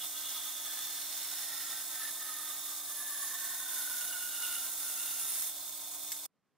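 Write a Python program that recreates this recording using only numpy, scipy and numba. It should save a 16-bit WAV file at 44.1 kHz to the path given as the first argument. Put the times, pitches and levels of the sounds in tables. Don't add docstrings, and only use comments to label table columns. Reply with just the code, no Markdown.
import sys
import numpy as np
from scipy import signal
from scipy.fft import rfft, irfft, next_fast_len
from scipy.io import wavfile
from scipy.ndimage import uniform_filter1d
from numba import njit

SR = 44100
rng = np.random.default_rng(int(sys.argv[2]) if len(sys.argv) > 2 else 0)


def unload_wav(signal):
    wavfile.write(
        sys.argv[1],
        SR,
        np.round(np.clip(np.atleast_2d(signal).T, -1, 1) * 32767).astype(np.int16),
    )


N = 289737
TIME_S = np.arange(N) / SR

TOOTH_HZ, LAP_HZ, SQUEAL_HZ = 127.2, 9.7, 11129
BREAKOUT_S, BREAKOUT_FADE_S = 5.48, 0.038
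STOP_S, CUTOFF_HZ = 6.262, 15750
RASP_FOLLOWS, CHIPS_FOLLOW, SQUEAL_FOLLOWS = 0.66, 0.19, 1.1

# (time [s], low rasp level [dB], chip hiss level [dB])
CUT_COURSE = [(0, -56, -45), (1.4, -52.5, -43), (2.3, -56.5, -45.5), (2.95, -60.5, -45.5),
              (3.2, -57, -41.5), (4.3, -54.5, -40), (5.1, -55, -39), (5.35, -54, -38)]
# (middle [s], length [s], feed pressure change [dB])
FEED_PUSHES = [(0.108, 0.1, -9), (0.35, 0.12, 1), (0.53, 0.26, -2), (1.084, 0.082, 0), (1.406, 0.07, 1),
               (1.865, 0.096, -6.5), (2.051, 0.09, 4.5), (2.153, 0.1, -9), (2.37, 0.11, 0.5),
               (2.622, 0.07, -3.5), (2.81, 0.14, -4), (4.296, 0.14, -5), (4.49, 0.18, 2), (4.73, 0.13, -5),
               (4.94, 0.081, -2)]
# (frequency [Hz], density [dB per Hz])
RASP_SPECTRUM = [(400, -30.5), (750, -10.5), (1200, -3.5), (1600, -1.5), (2100, 1), (2420, -6),
                 (2900, -0.5), (4000, 1.5), (5200, -1.5), (6500, -17.5), (9000, -21)]
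# (frequency [Hz], density [dB per Hz])
CHIP_SPECTRUM = [(3000, -21.5), (5500, -4.5), (6400, 0.5), (7600, -2.5), (9200, 1.5), (11500, -1),
                 (14500, 2.5), (15700, -2.5)]
# (frequency [Hz], width [Hz], level running free [dB], level relative to rasp when cutting [dB])
SAW_RESONANCES = [(728.3, 21, -68.5, -30.5), (836.6, 12, -76.5, -17.5), (915, 22, -69, -26.5),
                  (1047.7, 15, -69, -24.5), (1228, 78, -69, -20.5), (2206, 26, -73, -21),
                  (3482, 47, -66, -16), (3583, 55, -56.5, -2.5), (3778, 10, -64.5, -17),
                  (4203, 97, -62.5, -20), (4580, 74, -68.5, -20.5), (5390, 180, -61, -10),
                  (6380, 75, -61, -10.5), (6720, 46, -59.5, -9.5), (6900, 44, -65.5, -9.5),
                  (7944, 78, -59, -15.5), (8430, 70, -59, -18), (8786, 120, -57, -12.5),
                  (9330, 30, -78.5, -22), (10170, 78, -61, -16.5)]
# (peak time [s], rise [s], fall [s], frequency at peak [Hz], slide [Hz/s], level [dB], lap throb [dB])
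BOARD_RESONANCES = [(0.15, 0.4, 0.27, 2864, 1, -60.5, 2.5), (0.33, 0.8, 0.8, 3420, 91, -49, 2),
                    (0.45, 0.6, 0.53, 1250, -27.5, -61.5, 5.5), (0.75, 0.18, 0.28, 1730, 0, -60.5, 1.5),
                    (1.00, 0.26, 0.7, 4280, -250, -57.5, 1.5), (1.40, 1.3, 0.66, 5400, -450, -54.5, -1),
                    (1.55, 0.19, 0.4, 1866, -57.5, -54.5, 2), (1.70, 0.4, 0.17, 1358, -140, -59.5, 1.5),
                    (2.05, 0.1, 0.54, 1782, 75, -54, 0.5), (2.40, 0.61, 0.61, 1238, -110, -56, 2.5),
                    (3.25, 0.34, 0.49, 1766, 134, -52.5, 1.2), (3.30, 0.45, 0.74, 1116, -190, -59.5, 6.5),
                    (4.05, 0.63, 0.8, 1464, -105, -51.5, 1), (4.10, 0.73, 0.75, 10770, -720, -49.5, 0.5),
                    (4.46, 0.42, 0.2, 2863, -32, -54, 4.5), (4.60, 0.81, 0.8, 9300, -150, -54.5, 4),
                    (4.95, 0.35, 0.16, 10060, -700, -50, -3.5), (5.05, 0.19, 0.28, 2770, -120, -56.5, 3),
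                    (5.08, 0.27, 0.27, 1395, -220, -57.5, -1), (5.36, 0.25, 0.36, 9110, -1700, -48, 3.5),
                    (5.45, 0.14, 0.3, 11700, -2000, -48.5, 1)]
# (frequency [Hz], width [Hz], coupling [dB])
TABLE_RESONANCES = [(1452, 9, -28), (1723, 30, -32), (2896, 24, -28)]
# (peak time [s], rise [s], fall [s], level before trims [dB])
BINDINGS = [(1.55, 0.4, 0.35, -55.5), (2.0, 0.17, 1, -50.5), (3.19, 0.2, 0.1, -46), (3.9, 0.4, 0.8, -60),
            (5.33, 0.24, 0.2, -46.5)]
# (time [s], level [dB])
TICK_BLOWS = [(6.1187, -31.5), (6.1245, -42)]
# (frequency [Hz], width [Hz], level [dB])
TICK_RESONANCES = [(2150, 90, -13.5), (5900, 400, -23), (6330, 250, -8), (7750, 300, -3.5),
                   (11600, 400, -5.5)]
# (frequency [Hz], density [dB per Hz])
GUIDE_SPECTRUM = [(25, -17.5), (130, -14), (520, -15.5), (640, -6.5), (1000, -8), (1500, -9.5),
                  (2900, -13.5), (3500, -6), (5600, -4), (8500, -2), (11500, -0.5), (15700, 1)]
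# (frequency [Hz], mean level in mid [dB])
HUM_TONES = [(301.4, -66.8), (602.8, -70.3)]
# (frequency [Hz], level free [dB], level under load [dB])
WHINE_TONES = [(1551, -75, -64), (2495, -74, -78), (3709, -75, -62.5), (4883, -69, -68.5), (5559, -74, -67),
               (5987, -67.5, -67.5)]
# (time [s], level [dB])
ROOM_LEVEL = [(6.3, -88.5), (6.37, -84), (6.41, -87), (6.47, -83), (6.54, -83.5)]
# (frequency [Hz], density [dB per Hz])
ROOM_SPECTRUM = [(18, -56), (30, -24), (185, 0), (355, -5.5), (905, -11.5), (1090, -9), (1830, -15),
                 (15000, -34)]
# (frequency [Hz], side minus mid [dB])
STEREO_WIDTH = [(60, 2), (150, 0), (400, -0.5), (700, -11), (1500, -10), (3000, -9.5), (5000, -1.5),
                (9000, -0.5), (14000, 1)]
# (frequency [Hz], left minus right [dB])
STEREO_LEAN = [(100, -2), (500, -1), (1500, -0.5), (3200, -1.5), (6000, -2.5), (9500, -3.5), (14000, -2.5)]


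def from_db(db):
    return 10 ** (np.asarray(db) / 20)


def rms_one(x):
    return x / np.sqrt(np.mean(x ** 2) + 1e-20)


def in_time(rows):
    time_s, *columns = np.transpose(rows)
    return [np.interp(TIME_S, time_s, column) for column in columns]


def swell(peak_s, rise_s, fall_s):
    spread_s = np.where(TIME_S < peak_s, rise_s, fall_s)
    return np.exp(-((TIME_S - peak_s) / spread_s) ** 2)


def noise():
    return rng.standard_normal((2, N))


def drift(rate_hz):
    step = 40
    r = np.exp(-2 * np.pi * rate_hz * step / SR)
    settle = 2000
    white = rng.standard_normal(N // step + settle + 2)
    slow = signal.lfilter([1], [1, -2 * r, r * r], white)[settle:]
    return np.interp(np.arange(N) / step, np.arange(len(slow)), rms_one(slow))


def colour(x, spectrum, power=1):
    size = next_fast_len(N + 4096)
    hz, db = np.transpose(spectrum)
    bins_hz = np.maximum(np.arange(size // 2 + 1) * SR / size, 1)
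    gain_db = power * np.interp(np.log(bins_hz), np.log(hz), db)
    return irfft(rfft(x, size) * from_db(gain_db), size)[..., :N]


def resonate(x, hz, width_hz):
    r = np.exp(-np.pi * width_hz / SR)
    zeros = np.sqrt((1 - r * r) / 2) * np.array([1, 0, -1])
    poles = [1, -2 * r * np.cos(2 * np.pi * hz / SR), r * r]
    return signal.lfilter(zeros, poles, x + 1e-18)


@njit
def slide(x, angle, r):
    y = np.zeros_like(x)
    for c in range(2):
        for i in range(2, x.shape[1]):
            drive = x[c, i] - x[c, i - 2]
            y[c, i] = drive + 2 * r * np.cos(angle[i]) * y[c, i - 1] - r * r * y[c, i - 2]
    return y


def tooth_bites(depth, snaps, flutter_db, uneven_db=4, snap_db=4, snaps_per_s=500, snap_s=0.0016, bite_share=0.52):
    turns = np.cumsum(TOOTH_HZ * (1 + .004 * drift(3.4))) / SR
    force = from_db(uneven_db * rng.standard_normal(2000))[turns.astype(int)]
    bites = rms_one(force * np.exp(-(turns % 1) / bite_share))
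    starts = rng.random(N) < snaps_per_s / SR
    strength = from_db(snap_db * np.minimum(rng.exponential(1, N), 4))
    breaks = signal.lfilter([1], [1, -np.exp(-1 / (snap_s * SR))], starts * strength)
    flutter = from_db(flutter_db * drift(25))
    return rms_one((1 + depth * bites + snaps * rms_one(breaks)) * flutter)


def feed_pressure(steepness=7):
    return sum(db * np.exp(-np.abs(2 * (TIME_S - middle_s) / length_s) ** steepness)
               for middle_s, length_s, db in FEED_PUSHES)


def cutting(bites, feed_db, chatter_db=2.5, grain_db=1.0):
    rasp_db, chips_db = in_time(CUT_COURSE)
    grain = grain_db * drift(7)
    rasp_db = rasp_db + RASP_FOLLOWS * feed_db + grain
    chips_db = chips_db + CHIPS_FOLLOW * feed_db + grain
    rasp = from_db(rasp_db + 1.5) * rms_one(colour(noise() * bites, RASP_SPECTRUM))
    chips = from_db(chips_db - 1.63) * rms_one(colour(noise() * bites, CHIP_SPECTRUM))
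    chatter = rms_one(from_db(chatter_db * drift(21)))
    drive = noise() * bites * from_db(rasp_db) * chatter
    rings = sum(from_db(db) * resonate(drive, hz, width_hz) for hz, width_hz, _, db in SAW_RESONANCES)
    return rasp + chips + rings


def board(bites, feed_db, damping=0.037, skirt=4, grip=0.19):
    lap = np.sin(2 * np.pi * np.cumsum(LAP_HZ * (1 + 0.071 * drift(2.4))) / SR)
    wood = 0
    for peak_s, rise_s, fall_s, hz, hz_per_s, db, throb_db in BOARD_RESONANCES:
        centre_hz = hz + hz_per_s * np.clip(TIME_S - peak_s, -2 * rise_s, 2 * fall_s)
        angle = 2 * np.pi * centre_hz / SR
        r = np.exp(-np.pi * damping * hz / SR)
        ring = slide(slide(noise() * bites, angle, r), angle, r ** skirt)
        ring = ring / (uniform_filter1d(ring ** 2, size=1500) + 1e-9) ** grip
        level = from_db(db + feed_db + throb_db * lap)
        wood = wood + rms_one(ring) * level * swell(peak_s, rise_s, fall_s)
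    table = sum(from_db(db) * resonate(wood, hz, width_hz) for hz, width_hz, db in TABLE_RESONANCES)
    return wood + table


def squeal(feed_db, width_hz=30, rough=0.47, waver_hz=12):
    binding = sum(from_db(db) * swell(peak_s, rise_s, fall_s) for peak_s, rise_s, fall_s, db in BINDINGS)
    phase = 2 * np.pi * np.cumsum(SQUEAL_HZ + waver_hz * drift(10)) / SR
    pure = np.array([np.sin(phase), np.cos(phase)])
    tone = rms_one(pure + rough * resonate(noise(), SQUEAL_HZ, width_hz))
    mid_side_gain = from_db([[-.7], [3]])
    return tone * binding * from_db(SQUEAL_FOLLOWS * feed_db) * mid_side_gain


def ticks(tail_s=0.02, tail_db=-8, thin_hz=2500):
    blow = np.zeros(N)
    for start_s, db in TICK_BLOWS:
        age_s = np.maximum(TIME_S - start_s, 0)
        decay = np.exp(-age_s / .002) + from_db(tail_db) * np.exp(-age_s / tail_s)
        blow += from_db(db) * (TIME_S >= start_s) * decay
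    crack = noise() * blow
    high_pass = signal.butter(2, thin_hz, "high", fs=SR, output="sos")
    bright = signal.sosfilt(high_pass, crack)
    rings = sum(from_db(db - 4) * resonate(crack, hz, width_hz) for hz, width_hz, db in TICK_RESONANCES)
    return .5 * bright + rings


def free_band():
    scrape = tooth_bites(depth=0.14, snaps=0.19, flutter_db=0.7)
    rub = noise() * scrape
    rings = sum(from_db(db) * resonate(rub, hz, width_hz) for hz, width_hz, db, _ in SAW_RESONANCES)
    hiss = rms_one(colour(noise() * scrape, GUIDE_SPECTRUM))
    return rings + from_db(-44.0) * hiss


def motor(swell_db=3.5):
    seconds = TIME_S + np.cumsum(.0005 * drift(6)) / SR
    hum = sum(from_db(db + 0.53 * drift(7.1)) * np.sin(2 * np.pi * hz * seconds) for hz, db in HUM_TONES)
    load = np.interp(TIME_S, [5.3, 5.5], [1, 0])
    whine = 0
    for hz, free_db, loaded_db in WHINE_TONES:
        level_db = free_db + load * (loaded_db - free_db) + swell_db * drift(7.4)
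        whine = whine + from_db(level_db) * np.sin(2 * np.pi * hz * seconds)
    mid_side_gain = np.array([[1], [.1]])
    return (hum + from_db(1.5) * whine) * mid_side_gain


def room_tone():
    level_db, = in_time(ROOM_LEVEL)
    return from_db(level_db) * rms_one(colour(noise(), ROOM_SPECTRUM))


def microphones(mid, side, glance=1.0, glance_s=0.0013, glance_hz=3500):
    age_s = TIME_S[:SR // 100]
    envelope = (1 - np.exp(-age_s / glance_s)) * np.exp(-age_s / glance_s)
    paths = rng.standard_normal(len(age_s)) * envelope
    high_pass = signal.butter(2, glance_hz, "high", fs=SR, output="sos")
    treble = signal.sosfilt(high_pass, mid)
    glanced = signal.fftconvolve(treble, paths / np.linalg.norm(paths))[:N]
    side = colour((side + glance * glanced) / np.hypot(1, glance), STEREO_WIDTH)
    left = colour(mid + side, STEREO_LEAN, .5)
    right = colour(mid - side, STEREO_LEAN, -.5)
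    return np.array([left, right])


def scene():
    bites = tooth_bites(depth=0.12, snaps=.3, flutter_db=0.28)
    feed_db = feed_pressure()
    in_wood = np.exp(-np.maximum(TIME_S - BREAKOUT_S, 0) / BREAKOUT_FADE_S)
    cut = (cutting(bites, feed_db) + board(bites, feed_db) + squeal(feed_db)) * in_wood
    after_s = np.maximum(TIME_S - STOP_S, 0)
    audible = np.maximum(np.exp(-after_s / 0.00039), from_db(-31) * np.exp(-after_s / 0.0083))
    saw = (cut + ticks() + free_band() + motor()) * audible
    mid, side = saw + room_tone()
    return microphones(mid, side)


def record(dry):
    low_pass = signal.firwin(601, CUTOFF_HZ, window="blackman", fs=SR)
    return signal.fftconvolve(dry, [low_pass], "same")


dry = scene()
out = record(dry)
unload_wav(out)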